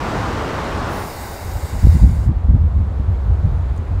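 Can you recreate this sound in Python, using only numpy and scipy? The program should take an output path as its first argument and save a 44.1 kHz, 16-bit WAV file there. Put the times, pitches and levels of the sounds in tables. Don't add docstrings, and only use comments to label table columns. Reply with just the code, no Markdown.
import sys
import numpy as np
from scipy import signal
from scipy.fft import rfft, irfft, next_fast_len
from scipy.io import wavfile
from scipy.ndimage import uniform_filter1d, map_coordinates

SR = 44100
rng = np.random.default_rng(int(sys.argv[2]) if len(sys.argv) > 2 else 0)


def put_to_file(sound):
    columns = np.atleast_2d(sound).T
    safe = np.clip(columns, -1, 1)
    whole_steps = np.round(safe * 32767)
    wavfile.write(sys.argv[1], SR, whole_steps.astype(np.int16))


N = 176400

# (frequency [Hz], relative level [dB])
RUSH_SPECTRUM = [(20, -20), (35, -5), (62, 4), (100, 1.5), (170, -4), (300, -5), (550, -7.5), (800, -7),
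                 (1120, -7.5), (1600, -14), (2400, -21.5), (4000, -27.5), (5200, -30.5), (7600, -36),
                 (9200, -41), (10100, -45.5), (14000, -48), (15500, -53)]
# (time [s], level [dB])
RUSH_ENVELOPE = [(0, -21.5), (.2, -21), (.6, -22), (.92, -22.5), (1.03, -26), (1.12, -39.5), (1.25, -80)]
# (frequency [Hz], relative level [dB])
DISTANT_SPECTRUM = [(60, 3), (200, 0.5), (420, 0.5), (700, -2), (1050, -4.5), (1500, -11.5), (2000, -17),
                    (2800, -23.5), (4000, -26), (5700, -34.5), (7300, -33.5), (8400, -39), (9100, -36.5),
                    (10200, -42.5), (14000, -45), (15500, -52)]
# (time [s], level [dB])
DISTANT_ENVELOPE = [(.8, -33.5), (1.1, -31.5), (2.3, -37.5), (2.6, -38.5), (3.1, -36.5), (3.5, -35.5),
                    (4, -35.5)]

# (time [s], level [dB], pitch [Hz], time to fall 60 dB [s])
LEAF_CRACKS = [(.708, -53, 13950, .06), (3.761, -55, 8600, 0.055), (3.774, -46.5, 7000, .045)]

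# (time [s], level [dB])
BREATH_ENVELOPE = [(.83, -90), (.875, -50.5), (.935, -40), (1.08, -36), (1.3, -35.5), (1.47, -38),
                   (1.66, -37.5), (1.93, -38.5), (2.1, -43), (2.255, -46), (2.29, -58), (2.33, -110)]
# (centre [Hz], width [Hz], opening [dB], wide open [dB], relaxing [dB])
MOUTH_RESONANCES = [(800, 440, -4, -0.5, -2), (1530, 160, -7, -2, -6), (2040, 480, -4, -7.5, -7.5),
                    (2750, 340, -24, -18, -17), (3770, 460, -14, -14, -14.5), (4730, 950, -13, -12.5, -14),
                    (5430, 500, -10, -15, -17.5), (6480, 550, -20.5, -14.5, -16.5),
                    (7440, 1400, -21, -12.5, -14), (9240, 520, -9.5, -12, -13),
                    (9870, 240, -11, -21.5, -17.5), (10300, 410, -14, -26, -27.5),
                    (11460, 870, -22, -18.5, -22.5), (12200, 600, -16, -19.5, -28.5),
                    (13430, 600, -13, -12.5, -19.5), (14200, 850, -18, -17, -25),
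                    (15400, 1000, -19, -20, -24)]
# (time [s], shape [0 opening, 1 wide open, 2 relaxing])
MOUTH_GAPE = [(.95, 0.21), (1.2, 0.91), (1.52, 0.82), (1.63, 1.55), (2.05, 1.9)]
# (delay [s], level against the direct hiss [dB])
REFLECTIONS = [(.00104, -19), (.00135, -23), (.0029, -24.5)]

# (time [s], level [dB])
BREEZE_ENVELOPE = [(.9, -74), (1.15, -35), (1.4, -33), (1.7, -35), (1.9, -19), (2.4, -23.5), (2.65, -18.5),
                   (2.9, -20), (3.2, -19), (3.55, -26.5), (4, -19)]
# (peak time [s], half length [s], rumble level [dB], swirl level [dB])
WIND_EDDIES = [(1.48, 0.038, -24.5, -35), (1.558, 0.021, -18, -51), (1.646, 0.011, -16.5, -36),
               (1.758, 0.032, -19, -31), (1.845, 0.01, -4.5, -9), (1.89, 0.014, -4, -29),
               (1.926, 0.019, -10.5, -27), (1.955, 0.014, -14, -11.5), (2.044, 0.02, -2.5, -11.5),
               (2.086, 0.053, -14.5, -19), (2.196, 0.023, -16, -21.5), (2.291, 0.023, -13, -14),
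               (2.368, 0.0072, -11.5, -40), (2.452, 0.0064, -9, -26), (2.502, .013, -7, -12.5),
               (2.549, 0.016, -7, -12.5), (2.635, 0.039, -10.5, -27.5), (2.791, 0.044, -12.5, -23),
               (3.004, .014, -15.5, -23), (3.093, .018, -13.5, -26), (3.316, 0.031, -10.5, -44),
               (3.397, 0.0072, -14, -41), (3.456, 0.015, -9.5, -18), (3.567, 0.088, -16, -34),
               (3.716, 0.0079, -12, -34)]
# (frequency [Hz], relative level [dB])
RUMBLE_SPECTRUM = [(18, -49.5), (30, -18), (42, -1.5), (62, 5.5), (88, 6.5), (112, -6), (150, -14.5),
                   (220, -35.5), (350, -56), (700, -79.5), (2000, -140)]
# (frequency [Hz], relative level [dB])
SWIRL_SPECTRUM = [(60, 1.5), (110, -0.5), (160, 0.5), (230, -7), (320, -19), (500, -38), (1000, -53),
                  (3000, -130)]
# (time [s], level [dB])
AIR_SLAPS = [(1.834, -8), (1.870, 6.5), (2.042, -15), (2.552, -2.5)]


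def amp(db):
    return 10 ** (np.asarray(db) / 20)


def unit(x):
    return x / np.sqrt(np.mean(x ** 2) + 1e-20)


def clock():
    return np.arange(N) / SR


def curve(rows):
    return np.interp(clock(), *np.transpose(rows))


def wobble(per_s):
    return map_coordinates(rng.standard_normal(int(N * per_s / SR) + 4), [clock() * per_s])


def filtered(x, response):
    size = next_fast_len(N + SR // 2)
    return irfft(rfft(x, size) * response(np.fft.rfftfreq(size, 1 / SR)), size)[:N]


def coloured(x, spectrum):
    points_hz, db = np.transpose(spectrum)
    return unit(filtered(x, lambda hz: amp(np.interp(np.log(hz + 1), np.log(points_hz), db))))


def resonance(hz, centre, width):
    return 1 / (1 + 2 * ((hz - centre) / width) ** 2)


def turbulence(patchy_db):
    cells = signal.stft(rng.standard_normal(N), nperseg=512)[2]
    patches = uniform_filter1d(rng.standard_normal(cells.shape), size=6, axis=0)
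    patches = unit(uniform_filter1d(patches, size=12, axis=1))
    return signal.istft(cells * amp(patchy_db * patches), nperseg=512)[1][:N]


def even_noise(spectrum):
    noise = coloured(rng.standard_normal(N), spectrum)
    power = uniform_filter1d(np.abs(signal.hilbert(noise)) ** 2, size=1100)
    return unit(noise / np.sqrt(np.abs(power) + 1e-6))


def outdoor_rush():
    return coloured(turbulence(patchy_db=0.67), RUSH_SPECTRUM) * amp(curve(RUSH_ENVELOPE))


def distant_background():
    return coloured(turbulence(patchy_db=0.74), DISTANT_SPECTRUM) * amp(curve(DISTANT_ENVELOPE))


def leaves(width_hz=1200, crack_db=-14, attack_s=.001):
    out = np.zeros(N)
    for start, db, pitch, t60 in LEAF_CRACKS:
        age = np.maximum(clock() - start, 0)
        colour = lambda hz: resonance(hz, pitch, width_hz) + amp(crack_db) * hz / (hz + pitch)
        crack = unit(filtered(rng.standard_normal(N), colour))
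        out += crack * amp(db - 60 * age / t60) * (1 - np.exp(-age / attack_s))
    return out


def mouth_gain(hz, shape):
    return np.sqrt(sum((amp(levels[shape]) * resonance(hz, centre, width)) ** 2
                       for centre, width, *levels in MOUTH_RESONANCES))


def caracal_hiss(flutter_db=0.57):
    air = turbulence(patchy_db=1)
    gape = np.clip(curve(MOUTH_GAPE), 0, 2)
    hiss = np.zeros(N)
    for shape in range(3):
        blend = np.maximum(1 - np.abs(gape - shape), 0)
        hiss += blend * unit(filtered(air, lambda hz: mouth_gain(hz, shape)))
    notch = lambda hz: amp(-8.5 * resonance(hz, centre=11100, width=210))
    echoes = lambda hz: sum(amp(db) * np.exp(-2j * np.pi * hz * delay) for delay, db in REFLECTIONS)
    at_microphone = unit(filtered(hiss, lambda hz: notch(hz) * (1 + echoes(hz))))
    unsteady_breath = amp(curve(BREATH_ENVELOPE) + flutter_db * wobble(per_s=28))
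    return at_microphone * unsteady_breath


def wind(sway_db=2, breeze_swirl_db=-13.5):
    breeze = amp(curve(BREEZE_ENVELOPE) + sway_db * wobble(per_s=23.65))
    rumble_power = breeze ** 2
    swirl_power = (amp(breeze_swirl_db) * breeze) ** 2
    for peak, half_length, rumble_db, swirl_db in WIND_EDDIES:
        offset = (clock() - peak) / half_length
        bump = np.exp(-np.minimum(offset ** 2 + offset ** 4 / 10, 100))
        rumble_power += amp(rumble_db) ** 2 * bump
        swirl_power += amp(swirl_db) ** 2 * bump
    rumble = np.sqrt(rumble_power) * even_noise(RUMBLE_SPECTRUM)
    swirl = np.sqrt(swirl_power) * even_noise(SWIRL_SPECTRUM)
    return rumble + swirl


def air_slaps(swing_hz=116, t60_s=0.029, attack_s=0.00089):
    out = np.zeros(N)
    for start, db in AIR_SLAPS:
        age = np.maximum(clock() - start, 0)
        envelope = amp(db - 60 * age / t60_s) * (1 - np.exp(-age / attack_s))
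        out += envelope * np.sin(2 * np.pi * swing_hz * age)
    return out


def scene(low_cut_hz=35):
    garden = outdoor_rush() + distant_background() + leaves()
    hiss = caracal_hiss()
    low_cut = lambda hz: 1 / np.sqrt(1 + (low_cut_hz / (hz + 1)) ** 8)
    buffeting = filtered(wind() + air_slaps(), low_cut)
    return (garden + hiss + buffeting)[None]


def record(dry, hardness=21, fade_s=.004, top_hz=15750):
    flattened = dry[0] / (1 + np.abs(dry[0]) ** hardness) ** (1 / hardness)
    edge_fade = np.minimum(1, np.minimum(clock(), clock()[::-1]) / fade_s)
    return filtered(flattened * edge_fade, lambda hz: hz < top_hz)[None]


dry = scene()
out = record(dry)
put_to_file(out)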